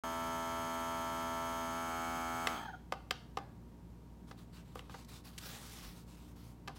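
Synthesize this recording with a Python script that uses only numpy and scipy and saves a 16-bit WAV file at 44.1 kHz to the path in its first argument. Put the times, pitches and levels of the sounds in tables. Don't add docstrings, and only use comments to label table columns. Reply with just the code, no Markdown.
import sys
import numpy as np
from scipy import signal
from scipy.fft import rfft, irfft
from scipy.io import wavfile
from scipy.ndimage import uniform_filter1d, map_coordinates

SR = 44100
rng = np.random.default_rng(int(sys.argv[2]) if len(sys.argv) > 2 else 0)


def materialize(psi):
    bounded = np.clip(np.atleast_2d(psi).T, -1, 1)
    quanta = np.round(bounded * 32767).astype(np.int16)
    wavfile.write(sys.argv[1], SR, quanta)


N = 298998
TIME = np.arange(N) / SR

# frequency_hz, level_db
RUMBLE_COLOUR = [(22, -36), (38, -18), (52, -5.5), (75, -2), (100, -3.5), (160, -1), (230, -7), (330, -10),
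                 (550, -19), (960, -22.5), (1500, -31), (3000, -36.5), (8000, -41.5), (15500, -47)]
# pitch_hz, level_db
HUM_TONES = [(58.7, -58), (117.6, -64), (176.5, -63.5), (234, -66), (294, -69.5), (941, -77), (12355, -93),
             (13340, -91)]
# start_s, pitch_hz, length_s, level_db
FLOOR_THUDS = [(5.812, 54.24, 0.124, -45), (6.69, 156, 0.052, -49.5)]
# frequency_hz, level_db
RUB_COLOUR = [(410, -44.5), (700, -2.5), (787, -0.5), (1050, 4), (1130, 2.5), (1850, -5), (2190, -4),
              (3770, -2), (6420, -6), (15500, -9)]
# start_s, end_s, level_db
FINGER_RUBS = [(4.278, 4.316, -60), (4.376, 4.431, -61.5), (4.531, 4.611, -59), (4.65, 4.9, -68),
               (4.767, 4.792, -54), (4.9, 5.04, -58), (6.755, 6.8, -55.5)]
# start_s, end_s, level_db
BAG_RUBS = [(5.08, 5.195, -57), (5.245, 5.31, -56), (5.33, 5.42, -64), (5.825, 5.865, -56),
            (5.953, 6.029, -61.5), (6.07, 6.32, -64.5), (6.36, 6.53, -65.5)]
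# start_s, level_db, hold_s, low_edge_hz
BAG_SNAPS = [(4.753, -58, .004, 6000), (5.047, -60, 0.0028, 3500), (5.379, -44.5, 0.0086, 1980)]
# frequency_hz, level_db
SLIDE_COLOUR = [(240, -32.5), (400, 1.5), (643, -6.5), (796, 0), (1000, -7), (1200, 0.5), (1340, 0),
                (3160, -3), (3510, -1.5), (8280, -7), (15500, -10.5)]
# pitch_hz, level_db, ring_s (time to fade by 60 dB)
CASE_NOTES = [(401, -15.5, 0.054), (514, -1.5, 0.026), (768, -4, 0.046), (1092, 5.5, 0.011),
              (1224, 0, 0.028), (1514, -6, 0.0297), (1730, -7, 0.027), (2067, 0, 0.0203),
              (2606, 4.5, 0.0161), (3040, 2.5, 0.015), (3340, -3, 0.015), (3803, 0, 0.0128),
              (4680, -6, 0.018), (5370, -2, 0.0116), (7390, 1.5, 0.02)]
# start_s, body_db, hardness_db, favoured_hz, contact_s
CASE_KNOCKS = [(1.525, -55, -12, 520, .0077), (2.4707, -35.5, 5, 2130, .00245),
               (2.9221, -33.5, -7, 2180, 0.0032), (3.1081, -37, 5.5, 4900, .0031),
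               (3.371, -34, -9.5, 717, 0.0045), (4.311, -50.5, -5, 1840, 0.0072),
               (4.755, -44.5, -13.5, 536, .0034), (4.7918, -54, 4.5, 3390, .0022),
               (4.895, -53, -8, 1600, 0.0041), (4.941, -46.5, -9, 1800, 0.012),
               (6.675, -48, 0, 3000, 0.0061), (6.680, -46, -1, 1690, .004), (6.690, -48, -20, 760, .016)]
# middle_s, pitch_hz, level_db
VALVE_SQUEAKS = [(2.61, 895, -45), (2.634, 900, -43.5), (2.661, 873, -43.5), (2.688, 781, -44),
                 (2.704, 900, -46), (2.743, 754, -47.5)]
# frequency_hz, level_db
HISS_COLOUR = [(150, -26), (400, -1.5), (1300, 1.5), (1900, -2), (2300, 4), (3100, -12.5), (4500, -2),
               (5300, -8), (7800, -6), (10400, -9.5), (12800, -8.5), (16000, -8)]
# pitch_hz, width_hz, level_db, change_when_pressed_db
AIR_VENTS = [(7900, 220, -7, 9), (9560, 247, -2, 1), (11260, 210, -1, -4), (14170, 530, -0.5, -1.5)]
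# pitch_hz, width_hz, level_db
HOUSING_WHISTLES = [(3184, 320, 4), (6420, 199, -1)]
# cycles_per_turn, level_db
MOTOR_WHINE = [(44, -24), (45, -27), (51, -25.5), (54, -33), (57, -32), (60, -23), (61, -44), (63, -22),
               (72, -19.5), (74, -26), (75, -40), (77, -42), (78, -12.5), (79, -35), (80, -38), (84, -23),
               (87, -24), (89, -33), (96, -30.5), (99, -31.5), (117, -27.5), (123, -39), (135, -22.5)]
# cycles_per_turn, level_db
LIGHT_LID_TONES = [(1, -14), (2, -24), (3, -1.5), (4, -10), (5, -9.5), (6, -26), (7, -6.5), (8, 0.5),
                   (9, -26), (10, -3.5), (11, 1.5), (12, -3.5), (13, -5), (14, -3), (15, -4.5), (16, 1.5),
                   (17, -9), (18, -16.5), (19, -12), (20, -14), (21, -8.5), (22, -19), (23, -20), (24, -16),
                   (25, -30), (26, -13), (27, -16), (28, -19.5), (29, -37.5), (30, -44), (31, -22.5),
                   (32, -22), (33, -39), (34, -24), (35, -23), (36, -14), (37, -27), (38, -14.5), (39, -11),
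                   (40, -36.5), (41, -46), (42, -22.5)]
# cycles_per_turn, level_db
PRESSED_LID_TONES = [(1, -13.5), (2, -16), (3, -1.5), (4, -8), (5, -10.5), (6, -17), (7, -9.5), (8, -3),
                     (9, -1.5), (10, -0.5), (11, -4), (12, -8.5), (13, -5.5), (14, -4.5), (15, -1), (16, 1),
                     (17, -5.5), (18, -7), (19, -11), (20, -11), (21, -9), (22, -24), (23, -16), (24, -19),
                     (25, -23), (26, -11.5), (27, -8.5), (28, -18.5), (29, -25), (30, -28), (31, -26),
                     (32, -18), (33, -29), (34, -21), (35, -27), (36, -15.5), (37, -33.5), (38, -16),
                     (39, -15), (40, -35), (41, -35), (42, -27)]

PRESS_S = (1.61, 1.92)
COAST_S = 2.52


def amp(db):
    return 10 ** (np.asarray(db) / 20)


def unit(x):
    return x / np.sqrt(np.mean(x ** 2))


def colour(x, points):
    hz, db = np.transpose(points)
    bins_hz = np.maximum(np.arange(len(x) // 2 + 1) * SR / len(x), 1)
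    gain = amp(np.interp(np.log(bins_hz), np.log(hz), db))
    return unit(irfft(rfft(x) * gain, len(x)))


def band(x, low_hz, high_hz, order=2):
    edges_hz = [low_hz, min(high_hz, SR / 2 - 10)]
    return signal.sosfilt(signal.butter(order, edges_hz, "band", fs=SR, output="sos"), x)


def drift(rate_hz):
    step = int(SR / rate_hz)
    stairs = np.repeat(rng.standard_normal(N // step + 1), step)
    return unit(uniform_filter1d(stairs, step)[:N])


def add(out, start_s, x):
    i = int(start_s * SR)
    out[i:i + len(x)] += x[:max(N - i, 0)]


def background():
    hum = sum(amp(db) * np.sqrt(2) * np.sin(2 * np.pi * hz * TIME + 0.45 * drift(3.7))
              for hz, db in HUM_TONES)
    return amp(-56.5) * colour(rng.standard_normal(N), RUMBLE_COLOUR) + hum


def room_echo(x, level_db, ring_s=0.43, treble_ring_s=0.52):
    t = TIME[:SR * 2 // 3]
    noise = rng.standard_normal(len(t))
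    tail = band(noise, 253, 5800, order=4) * amp(-60 * t / ring_s)
    tail += amp(-8) * band(noise, 6300, 16500, order=1) * amp(-60 * t / treble_ring_s)
    tail *= np.clip(t / 0.0042 - .5, 0, 1)
    return amp(level_db) * signal.fftconvolve(x, tail / np.sqrt(np.sum(tail ** 2)))[:N]


def floor_thuds():
    out = np.zeros(N)
    for start_s, hz, length_s, db in FLOOR_THUDS:
        t = TIME[:int(length_s * SR)]
        add(out, start_s, amp(db) * np.hanning(len(t)) * np.sin(2 * np.pi * hz * t))
    return out


def friction(points, flicker_db, grain_db=2.0):
    grain = amp(grain_db * drift(2500) + flicker_db * drift(70))
    edges_hz = np.geomspace(250, 17000, 25)
    slips = sum(band(rng.standard_normal(N) * grain, low, high) * amp(2.2 * drift(14))
                for low, high in zip(edges_hz, edges_hz[1:]))
    return colour(slips, points)


def rubs(catch_s=0.019, lift_s=0.0585, ease_db_per_s=-7):
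    hiss = band(friction(RUB_COLOUR, flicker_db=1.0), 580, 19000)
    out = np.zeros(N)
    for strokes, dull_hz in ((FINGER_RUBS, 6500), (BAG_RUBS, 17000)):
        smoothing = np.exp(-2 * np.pi * dull_hz / SR)
        slips = signal.lfilter([1 - smoothing], [1, -smoothing], hiss)
        for start_s, end_s, db in strokes:
            catch = np.clip((TIME - start_s) / catch_s + .5, 0, 1)
            lift = np.clip((end_s - TIME) / lift_s + .5, 0, 1)
            out += amp(db + ease_db_per_s * np.clip(TIME - start_s, 0, 1)) * catch * lift * slips
    return out


def bag_snaps(fade_s=0.0033, dull_hz=6000):
    out, t = np.zeros(N), TIME[:SR // 10]
    for start_s, db, hold_s, low_hz in BAG_SNAPS:
        bright = band(rng.standard_normal(len(t)), low_hz, 16000)
        crackle = unit(band(bright, 1000, dull_hz, order=1))
        add(out, start_s, amp(db) * crackle * np.exp(-np.maximum(t - hold_s, 0) / fade_s))
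    return out


def case_slide(start_s=5.38, end_s=5.876, rise_s=0.085, ease_s=0.15, fade_s=0.062):
    t = TIME - start_s
    push = np.clip(t / rise_s, 0, 1) * np.exp(-np.maximum(TIME - end_s, 0) / fade_s)
    breakaway_db = 6.5 * np.exp(-np.maximum(t - rise_s, 0) / ease_s)
    scrape = band(friction(SLIDE_COLOUR, flicker_db=0.9), 260, 19000)
    return amp(-55.5 + breakaway_db) * push * scrape


def case_ring(t, favoured_hz, contact_s):
    ring = np.zeros(len(t))
    for k, (hz, db, ring_s) in enumerate(CASE_NOTES):
        swell = 1 - np.exp(-(t / (contact_s / 4 + 1 / hz)) ** 2)
        favour_db = 7 * np.exp(-(np.log(hz / favoured_hz) / 0.12) ** 2)
        pitch_hz = hz * (1 + 0.015 * rng.standard_normal())
        note = (-1) ** k * np.sin(2 * np.pi * pitch_hz * t)
        ring += swell * amp(db + favour_db - 60 * t / ring_s) * note
    return ring


def case_knocks(grit=0.97, crack_s=0.0027, bounce_s=0.014):
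    out, t = np.zeros(N), TIME[:SR // 6]
    for start_s, body_db, hardness_db, favoured_hz, contact_s in CASE_KNOCKS:
        ring = case_ring(t, favoured_hz, contact_s)
        crack = rng.standard_normal(len(t)) * np.exp(-np.maximum(t - contact_s, 0) / crack_s)
        blow = ring + grit * crack
        body = band(blow, 223, 1430 * 2 ** (hardness_db / 47), order=3)
        clack = band(blow, 1500, 5560, order=3)
        tick = band(band(blow, 5440, 11000, order=1), 4250, 17500)
        parts = ((0, body), (hardness_db, clack), (hardness_db - 13, tick))
        knock = sum(amp(body_db + db) * part / np.sqrt(np.sum(part ** 2) / (SR / 100))
                    for db, part in parts)
        bounce_db = min(-18 - 0.6 * hardness_db, -11)
        add(out, start_s, knock)
        add(out, start_s + bounce_s, amp(bounce_db) * knock)
    return out


def pump_speed(t, slowing_s=0.15):
    return np.exp(-(np.clip(t - COAST_S, 0, 1) / slowing_s) ** 1.5)


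def valve_squeaks(upper_ratio=1.93, sag=0.13, roughness=0.043):
    out = np.zeros(N)
    for middle_s, hz, db in VALVE_SQUEAKS:
        length_s = 0.019 / pump_speed(middle_s) ** 0.35
        position = np.linspace(-.5, .5, int(length_s * SR))
        flutter = unit(uniform_filter1d(rng.standard_normal(SR // 4), size=60))[:len(position)]
        phase = 2 * np.pi * np.cumsum(hz * (1 - sag * position + roughness * flutter)) / SR
        upper_db = -0.0576 * (hz - 775)
        tones = np.sin(phase) + amp(upper_db) * np.sin(upper_ratio * phase)
        add(out, middle_s - length_s / 2, amp(db) * np.cos(np.pi * position) * tones)
    return out


def pump_drone(shaft_angle, speed, press):
    light, pressed = np.transpose(LIGHT_LID_TONES), np.transpose(PRESSED_LID_TONES)
    drone = np.zeros(N)
    for k in light[0]:
        db = (1 - press) * np.interp(k * speed, *light) + press * np.interp(k * speed, *pressed)
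        gain = amp(db + 0.59 * drift(12.53))
        offset = -(np.pi / 2 + 0.02016) * k ** 2
        drone += gain * np.sin(k * shaft_angle + offset + 0.84 * rng.standard_normal())
    for k, db in MOTOR_WHINE:
        gain = amp(db + drift(20) - 56 * (1 - speed))
        drone += gain * np.sin(k * shaft_angle + 2 * np.pi * rng.random())
    return drone / np.sqrt(np.sum(amp(light[1]) ** 2) / 2)


def pump_hiss(puffs, shaft_angle, press):
    surface = rng.standard_normal(size=512)
    brush_position = shaft_angle / (2 * np.pi) % 1 * (len(surface) - 1)
    scrape = unit(band(map_coordinates(surface, [brush_position]), 3600, 11600))
    hiss = colour(puffs + amp(-12) * scrape, HISS_COLOUR)
    return hiss + sum(amp(db + change_db * press) * band(hiss, hz - width / 2, hz + width / 2, order=1)
                      for hz, width, db, change_db in AIR_VENTS)


def housing_whistle(puffs, press, coasting):
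    whistle = unit(sum(amp(db) * band(puffs, hz - width / 2, hz + width / 2)
                       for hz, width, db in HOUSING_WHISTLES))
    return whistle * amp(3 * press + 15 * coasting)


def pump(running_hz=83.28, settle_hz=0.45, settle_s=0.55):
    speed = pump_speed(TIME)
    turn_hz = speed * (running_hz - settle_hz * np.exp(-TIME / settle_s))
    angle = 2 * np.pi * np.cumsum(turn_hz * (1 + 0.000144 * drift(13.9))) / SR
    shaft_angle = angle + 0.00177 * drift(170)
    press = np.interp(TIME, PRESS_S, (0, 1))
    coasting = np.clip((TIME - COAST_S) / 0.05 + .5, 0, 1)
    drone = pump_drone(shaft_angle, speed, press)
    throb = amp(12 * (1 - speed) * np.cos(angle))
    puffs = rng.standard_normal(N) * amp(0.7 * np.cos(2 * angle) + 0.75 * np.cos(angle) + drift(900))
    hiss = pump_hiss(puffs, shaft_angle, press)
    whistle = housing_whistle(puffs, press, coasting)
    crank_whirr = coasting * unit(band(puffs, 1440, 4600))
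    return (amp(-39.5) * speed ** 2.3 * drone * throb
            + amp(-53.5) * speed ** 1.5 * hiss
            + amp(-71) * speed ** 1.2 * whistle
            + amp(-57) * speed ** 0.97 * crank_whirr)


def scene():
    small_sounds = valve_squeaks() + rubs() + bag_snaps() + case_slide()
    echo = room_echo(case_knocks(grit=2.7), level_db=-21)
    echo += room_echo(case_knocks(grit=2.1), level_db=-18.5)
    echo += room_echo(small_sounds, level_db=-17.5)
    return (pump() + case_knocks() + small_sounds + echo + floor_thuds() + background())[None]


def record(dry, open_s=0.036, top_hz=15900):
    opened = np.clip((TIME - open_s) / .001, 0, 1)
    return signal.sosfilt(signal.ellip(10, .2, 70, top_hz, fs=SR, output="sos"), dry * opened)


dry = scene()
out = record(dry)
materialize(out)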